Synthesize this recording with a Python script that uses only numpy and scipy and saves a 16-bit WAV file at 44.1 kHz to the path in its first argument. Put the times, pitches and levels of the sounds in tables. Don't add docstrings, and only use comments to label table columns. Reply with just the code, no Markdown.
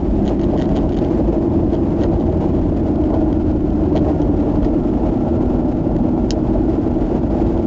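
import sys
import numpy as np
from scipy import signal
from scipy.fft import rfft, irfft
from scipy.io import wavfile

SR = 44100
rng = np.random.default_rng(int(sys.argv[2]) if len(sys.argv) > 2 else 0)


def persist_wave(psi):
    counts = np.round(np.clip(psi, -1, 1) * 32767).astype(np.int16)
    wavfile.write(sys.argv[1], SR, np.atleast_2d(counts).T)


N = 337806


def from_db(db):
    return 10 ** (np.asarray(db) / 20)


def rms_one(x):
    return x / np.sqrt(np.mean(x ** 2) + 1e-20)


def in_time(rows):
    s, *columns = np.transpose(rows)
    return [np.interp(np.arange(N) / SR, s, c) for c in columns]


def drift(rate_hz):
    step = 40
    settle = 2000
    r = np.exp(-2 * np.pi * rate_hz * step / SR)
    draws = rng.standard_normal(N // step + 2 + settle)
    slow = rms_one(signal.lfilter([1], [1, -2 * r, r * r], draws)[settle:])
    return np.interp(np.arange(N) / step, np.arange(len(slow)), slow)


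def noise(spectrum, top_slope_db):
    hz, db = np.transpose(spectrum)
    bin_hz = np.arange(N // 2 + 1) * SR / N
    octave = np.log2(bin_hz + 1)
    colour = np.interp(octave, np.log2(hz), db, left=-60)
    colour = colour - top_slope_db * np.maximum(octave - np.log2(hz[-1]), 0)
    return rms_one(irfft(rfft(rng.standard_normal(N)) * from_db(colour), N))


def ring(force, hz, t60):
    r = from_db(-60 / (t60 * SR))
    w = 2 * np.pi * hz / SR
    return signal.lfilter([0, np.sin(w)], [1, -2 * r * np.cos(w), r * r], force + 1e-18)


def partial(turns, order, waver_db, waver_hz, slip):
    phase = 2 * np.pi * (np.round(order) * turns + rng.random()) + slip * drift(waver_hz)
    return rms_one(from_db(waver_db * drift(waver_hz)) * np.sin(phase))


def blows(s, db):
    force = np.zeros(N)
    force[np.round(s * SR).astype(int)] = from_db(db)
    return force


def cabin(x, t60, wet_db):
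    t = np.arange(SR // 10) / SR
    tail = rng.standard_normal(len(t)) * from_db(-60 * t / t60) * (t > .001)
    return x + from_db(wet_db) * signal.fftconvolve(x, tail / np.linalg.norm(tail))[:N]


# f/Hz, width/Hz, level/dB
CABIN_BOOMS = [(52.2, 3.7, -29), (221.4, 8, -29.5), (710, 9.3, -43.5)]
# t/s, level/dB
TYRE_AIR_LEVEL = [(0, -29), (.5, -27), (1.1, -34), (2, -35), (2.5, -32), (3.2, -36), (5, -36), (5.8, -30),
                  (6.6, -32), (7.66, -35)]
TYRE_AIR_HZ = 201.4
# f/Hz, relative level/dB per Hz
RUMBLE_COLOUR = [(20, -10), (33, -6), (50, -2.5), (70, -2.5), (95, -2.3), (125, -3.8), (180, -6),
                 (235, -3.6), (290, -4.5), (345, -3.1), (375, -3.3), (412, -16)]


def body():
    booms = 0
    for hz, width_hz, db in CABIN_BOOMS:
        t60 = np.log(1000) / (np.pi * width_hz)
        booms = booms + from_db(db) * rms_one(ring(rng.standard_normal(N), hz, t60))
    cycles = TYRE_AIR_HZ * np.arange(N) / SR
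    tyre_air = partial(cycles, order=1, waver_db=2.0, waver_hz=1.5, slip=.9)
    rumble = from_db(-19.5) * noise(RUMBLE_COLOUR, top_slope_db=49.0)
    return booms + from_db(in_time(TYRE_AIR_LEVEL)[0]) * tyre_air + rumble


# f/Hz, relative level/dB per Hz
ROAR_COLOUR = [(300, -15), (415, -0.5), (450, 2), (520, -2), (600, 2), (645, 3.5), (675, -4.5), (740, -4),
               (855, -5.5), (890, -10), (930, -10.5), (1000, -13.5), (1200, -22.5)]
# f/Hz, relative level/dB per Hz
HISS_COLOUR = [(700, 1.5), (1350, 0.5), (1550, -1.5), (2300, -7), (2600, -7.5), (2950, -8.5), (3300, -10.5),
               (3700, -14), (5000, -16), (5900, -19.5), (6800, -20), (7800, -21)]
# t/s, roar level/dB, hiss level/dB
ASPHALT = [(0.0, -31, -49.5), (0.25, -30.5, -49), (0.6, -28, -49.5), (1.05, -29, -48.5), (1.35, -29, -50),
           (1.9, -28, -49), (2.6, -29.5, -50.5), (3.3, -28.0, -50), (3.5, -30, -50), (3.8, -30.5, -50.5),
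           (4.0, -27, -49), (4.7, -29, -50.5), (5.1, -28.5, -50), (5.6, -28.5, -51), (6.8, -29.5, -50),
           (7.4, -28.5, -48.5), (7.66, -31.5, -51.5)]
# t/s, rise of the roar level/dB
ROAD_BUMPS = [(0.3, 6), (0.56, 3.5), (0.77, 5.5), (1.2, 5.5), (1.75, 3), (2.03, 6), (2.36, 3.5),
              (2.44, 2.5), (2.99, 3.5), (3.14, 5), (3.28, 2.5), (3.97, 5.5), (4.09, 5.5), (4.48, 4),
              (4.65, 5.5), (5.04, 4.5), (6.18, 3), (6.57, 4), (7.17, 3.5), (7.39, 4), (7.56, 5.5)]
BUMP_HALF_S = 0.022
BUMP_HISS_SHARE = .28


def rush(wheel_hz):
    roar_db, hiss_db = in_time(ASPHALT)
    t = np.arange(N) / SR
    bump_db = sum(db * np.exp(-np.minimum(((t - s) / BUMP_HALF_S) ** 2, 20)) for s, db in ROAD_BUMPS)
    throb = np.sin(4 * np.pi * np.cumsum(wheel_hz) / SR)
    flutter = drift(25) + 0.44 * drift(70) + 0.36 * throb
    roar_db = roar_db + bump_db + 1.05 + 1.62 * flutter
    hiss_db = hiss_db + BUMP_HISS_SHARE * bump_db + 3.0 + 1.3 * flutter + 1.6 * drift(27)
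    roar = from_db(roar_db) * noise(ROAR_COLOUR, top_slope_db=40.5)
    hiss = from_db(hiss_db) * noise(HISS_COLOUR, top_slope_db=33.0)
    return roar + hiss


# multiple of the wheel's turn, level/dB
TREAD_TONES = [(3, -40), (4, -35), (5, -32), (9, -41), (11, -41), (15, -38), (18, -39), (24, -42),
               (25, -41), (26, -35), (27, -34), (28, -31), (29, -37.5), (30, -32.6), (31, -35.5), (32, -41),
               (34, -40), (41, -47), (48, -50), (49, -50), (54, -51), (58, -51)]
# multiple of the wheel's turn, t/s, half length/s, rise/dB
TONE_SWELLS = [(28, .2, .5, 5), (29, 1.2, 1, 12.5), (25, 1.5, 3.2, 13.5), (30, 1.8, .9, 7),
               (31, 2.2, .7, 6), (30, 3.6, .9, 5), (28, 3.6, 1.4, 8.5), (32, 3.9, .8, 8), (34, 4, .8, 7.5),
               (27, 4.5, .6, 8), (24, 5.3, .6, 11), (31, 5.3, .5, 8), (25, 5.6, 1.2, 6), (30, 5.2, .5, 4),
               (29, 6.4, .7, 12), (28, 6.8, .4, 5), (30, 7.3, 1.2, 7.5)]


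def tread(wheel_hz):
    turns = np.cumsum(wheel_hz) / SR
    t = np.arange(N) / SR
    hum = 0
    for k, db in TREAD_TONES:
        lift_db = sum(rise * np.exp(-((t - s) / half) ** 2)
                      for order, s, half, rise in TONE_SWELLS if order == k)
        hum = hum + from_db(db + lift_db) * partial(turns, k, waver_db=1.0, waver_hz=.6, slip=.1)
    return hum


# t/s, load (0 to 1)
ENGINE_LOAD = [(0, .55), (1.5, .35), (2.8, 0), (4.3, 0.03), (4.75, 0.97), (7.66, 0.97)]
# multiple of the crank's turn, coasting level/dB, pulling level/dB
DRONE_TONES = [(1, -37.5, -33.5), (2, -26, -39), (4, -31, -35.5), (6, -43, -24.5), (8, -41, -36),
               (10, -57.5, -52.5)]
# multiple of the crank's turn, coasting level/dB, pulling level/dB
WHINE_TONES = [(31, -70, -62.5), (32, -72, -63.5), (33, -62, -54.5), (34, -74.5, -61), (35, -59.5, -58.5),
               (36, -80.5, -63)]
# t/s, added level/dB
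WHINE_LEVEL = [(0, -8.5), (2.2, -9.5), (3.3, 3), (4.3, 2), (5.1, 0), (6.2, -1), (7.66, -5.5)]


def engine(turns):
    load = np.clip(in_time(ENGINE_LOAD)[0], 0, 1)
    drone, whine = 0, 0
    for k, coast, pull in DRONE_TONES:
        gain = from_db(coast + load * (pull - coast))
        drone = drone + gain * partial(turns, k, waver_db=1.0, waver_hz=1.2, slip=.1)
    for k, coast, pull in WHINE_TONES:
        gain = from_db(coast + load * (pull - coast))
        whine = whine + gain * partial(turns, k, waver_db=2.0, waver_hz=2.5, slip=.25)
    return drone + whine * from_db(in_time(WHINE_LEVEL)[0])


STRAY_PER_S = 6.1
STRAY_DB, STRAY_RANGE_DB = -49.5, 7.5


def stray_touches():
    draws = rng.random((200, 3))
    share_kept = STRAY_PER_S * N / SR / len(draws)
    return [(when * (N - 1) / SR, STRAY_DB + STRAY_RANGE_DB * (hard - .5), 0, 0)
            for when, hard, chance in draws if chance < share_kept]


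# t/s of the hardest touch, touches before it, touches after it,
# time between touches/s, level/dB of the hardest touch, added knock/dB, added edge/dB
RATTLE_BURSTS = [(.2611, 1, 1, .0075, -34.5, -4, 2), (.278, 0, 1, .0062, -33.5, -4, 3),
                 (.2905, 0, 1, .0055, -36.5, 0, 1), (.3947, 0, 1, .006, -38, 4, -3),
                 (.413, 0, 1, .0064, -38.5, 2, -1), (.4347, 1, 0, .0065, -38, 0, 1),
                 (.441, 0, 1, .008, -39, -1, 2), (.517, 1, 0, .0055, -43, 0, 0),
                 (.5657, 0, 0, .007, -42, 0, -4), (.5752, 0, 1, .008, -32.5, 0, 2),
                 (.5915, 0, 0, .007, -34.5, 0, 4), (.599, 0, 0, .007, -35, -1, 2),
                 (.614, 1, 0, .007, -31.3, 5, 3), (.621, 0, 1, .0085, -31.3, 5, 3),
                 (.642, 1, 1, .0065, -39.5, 1, -3), (.6555, 0, 0, .007, -40, 0, -5),
                 (.6904, 0, 0, .007, -38, -1, 2), (.7545, 0, 0, .007, -41, 0, 0),
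                 (.7642, 1, 0, .005, -32.5, 1, 1), (.7712, 0, 1, .0078, -33, 3, 0),
                 (.787, 0, 0, .007, -39.5, 2, -1), (.8923, 0, 0, .007, -38.5, 0, 0),
                 (.9215, 0, 1, .006, -36, 2, -2), (.933, 0, 0, .007, -38.5, 2, -4),
                 (.9437, 0, 2, .006, -38.5, 2, -3), (.966, 0, 0, .007, -38, -2, 1),
                 (.9724, 0, 0, .007, -37.5, -1, 1), (.9878, 1, 0, .007, -35, -3, 1),
                 (1.048, 1, 0, .006, -39, 0, 0), (1.7336, 1, 0, .006, -41, 4, -2),
                 (1.7435, 0, 0, .007, -40, 4, -2), (1.751, 0, 0, .007, -40.5, 3, -2),
                 (2.0105, 0, 1, .0075, -39, 0, 0), (2.035, 2, 0, .0083, -31.5, 7, -1),
                 (2.0398, 0, 0, .0055, -33, 7, -4), (2.208, 1, 1, .0085, -42, 0, 0),
                 (2.9578, 0, 0, .007, -40.5, 2, -2), (3.038, 0, 0, .007, -41.5, 2, -2),
                 (3.141, 0, 1, .0074, -40, 5, -2), (3.3277, 0, 0, .007, -40.5, 6, -4),
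                 (3.9625, 1, 0, .0076, -32.3, 0, 0), (3.97, 0, 0, .007, -32.3, 1, -1),
                 (3.9775, 0, 2, .0078, -32.5, 0, -2), (4.2174, 0, 1, .0072, -37, -2, 2),
                 (4.559, 0, 0, .007, -38.5, 2, -7), (4.6295, 1, 0, .0067, -42.5, 1, -2),
                 (4.6468, 0, 1, .0056, -32.5, 0, -2), (5.9645, 0, 0, .007, -40, 6, 4),
                 (7.576, 1, 0, .0073, -42.5, 2, 0)]
BOUNCE_JITTER_S, TOUCH_SPREAD_DB = 0.00018, 1.2
BUILD_DB, LOSS_DB = 6.5, 5.5


def touches():
    events = []
    for s, before, after, bounce_s, db, knock_db, edge_db in RATTLE_BURSTS:
        for k in range(-round(before), round(after) + 1):
            late, harder = rng.standard_normal(2)
            touch_db = db + min(k * BUILD_DB, -k * LOSS_DB) + harder * TOUCH_SPREAD_DB
            events.append((s + k * bounce_s + late * BOUNCE_JITTER_S, touch_db, knock_db, edge_db))
    return events


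# f/Hz, relative level/dB per Hz
TOUCH_COLOUR = [(700, -3), (1200, 0), (1550, 2), (2000, 1.5), (2450, -4.5), (3120, 3), (3750, -3),
                (4500, -4.5), (5400, -8), (6000, -7.5), (6700, -6.3), (7250, -10), (7550, -30)]
# f/Hz, time to fall by 60 dB/s, level/dB relative to the touch
PANEL_MODES = [(1080, .01, -8), (1490, .014, -3), (1950, .013, -3.5), (3020, .009, -1), (3220, .01, 0),
               (4000, .009, -7.5), (4570, .008, -10), (6650, .007, -10)]
KNOCK_BELOW_HZ, EDGE_ABOVE_HZ = 2500, 5500
MODE_SPREAD_DB, MODE_SPREAD_SHARE = 1.2, .015


def chatter(level_db, graze_s, crest):
    t = np.arange(SR // 50) / SR
    s, db, knock_db, edge_db = np.transpose(touches() + stray_touches())

    grit = rms_one(np.tanh(noise(TOUCH_COLOUR, top_slope_db=31.0) / crest))
    above_edge = np.arange(N // 2 + 1) * SR / N > EDGE_ABOVE_HZ
    edge = irfft(rfft(grit) * above_edge, N)
    press = from_db(level_db) * t / graze_s * np.exp(1 - t / graze_s)
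    out = (grit - edge) * signal.fftconvolve(blows(s, db), press)[:N]
    out = out + edge * signal.fftconvolve(blows(s, db + edge_db), press)[:N]

    hz, t60, mode_db = np.transpose(PANEL_MODES)[:, :, None]
    starts = np.round(s * SR).astype(int)
    for start, hit_db, knock, sharp in zip(starts, db, knock_db, edge_db):
        harder, higher = rng.standard_normal((2, len(PANEL_MODES), 1))
        strength_db = hit_db + mode_db + MODE_SPREAD_DB * harder
        strength_db = strength_db + knock * (hz < KNOCK_BELOW_HZ) + sharp * (hz > EDGE_ABOVE_HZ)
        mode_hz = hz * (1 + MODE_SPREAD_SHARE * higher)
        modes = from_db(strength_db - 60 * t / t60) * np.sin(2 * np.pi * mode_hz * t)
        signs = rng.choice([-1, 1], len(PANEL_MODES))
        out[start:start + len(t)] += (signs @ modes)[:N - start]
    return out


# t/s, blow level/dB
SNAP_BLOWS = [(6.3058, -13), (6.3138, -29), (6.3195, -37)]
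# f/Hz, time to fall by 60 dB/s, level/dB relative to the blow
TRIM_MODES = [(1580, .013, -15), (1900, .009, -14), (2500, .008, -15), (2880, 0.019, -10.5),
              (3170, 0.019, -10.5), (3850, 0.014, -10), (4230, 0.009, -5), (4770, 0.0042, 2.5),
              (5390, 0.0046, 2.2), (6200, 0.0082, -7), (6830, 0.008, -5.5), (7450, .006, -11)]


def snap(level_db):
    force = blows(*np.transpose(SNAP_BLOWS))
    return sum((-1) ** k * from_db(db + level_db) * ring(force, hz, t60)
               for k, (hz, t60, db) in enumerate(TRIM_MODES))


# t/s, f/Hz (turns per second)
CRANK_SPEED = [(0.0, 43.08), (1.0, 42.51), (2.0, 41.82), (3.0, 41.18), (4.25, 40.43), (5.0, 40.61),
               (6.0, 41.0), (7.66, 41.65)]
GEAR_RATIO = 3.763


def scene():
    crank_hz = in_time(CRANK_SPEED)[0]
    wheel_hz = crank_hz / GEAR_RATIO
    drive = body() + rush(wheel_hz) + tread(wheel_hz) + engine(np.cumsum(crank_hz) / SR)
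    rattle = cabin(chatter(level_db=-1.2, graze_s=0.0007, crest=2.5), t60=0.055, wet_db=-12)
    crack = cabin(snap(level_db=2.0), t60=0.056, wet_db=-11)
    return (drive + rattle + crack)[None]


DROOP_HZ, CUTOFF_HZ = 7420, 7950


def record(dry):
    dull = signal.sosfilt(signal.butter(12, DROOP_HZ, fs=SR, output="sos"), dry)
    return signal.sosfilt(signal.ellip(12, .2, 80, CUTOFF_HZ, fs=SR, output="sos"), dull)


dry = scene()
out = record(dry)
persist_wave(out)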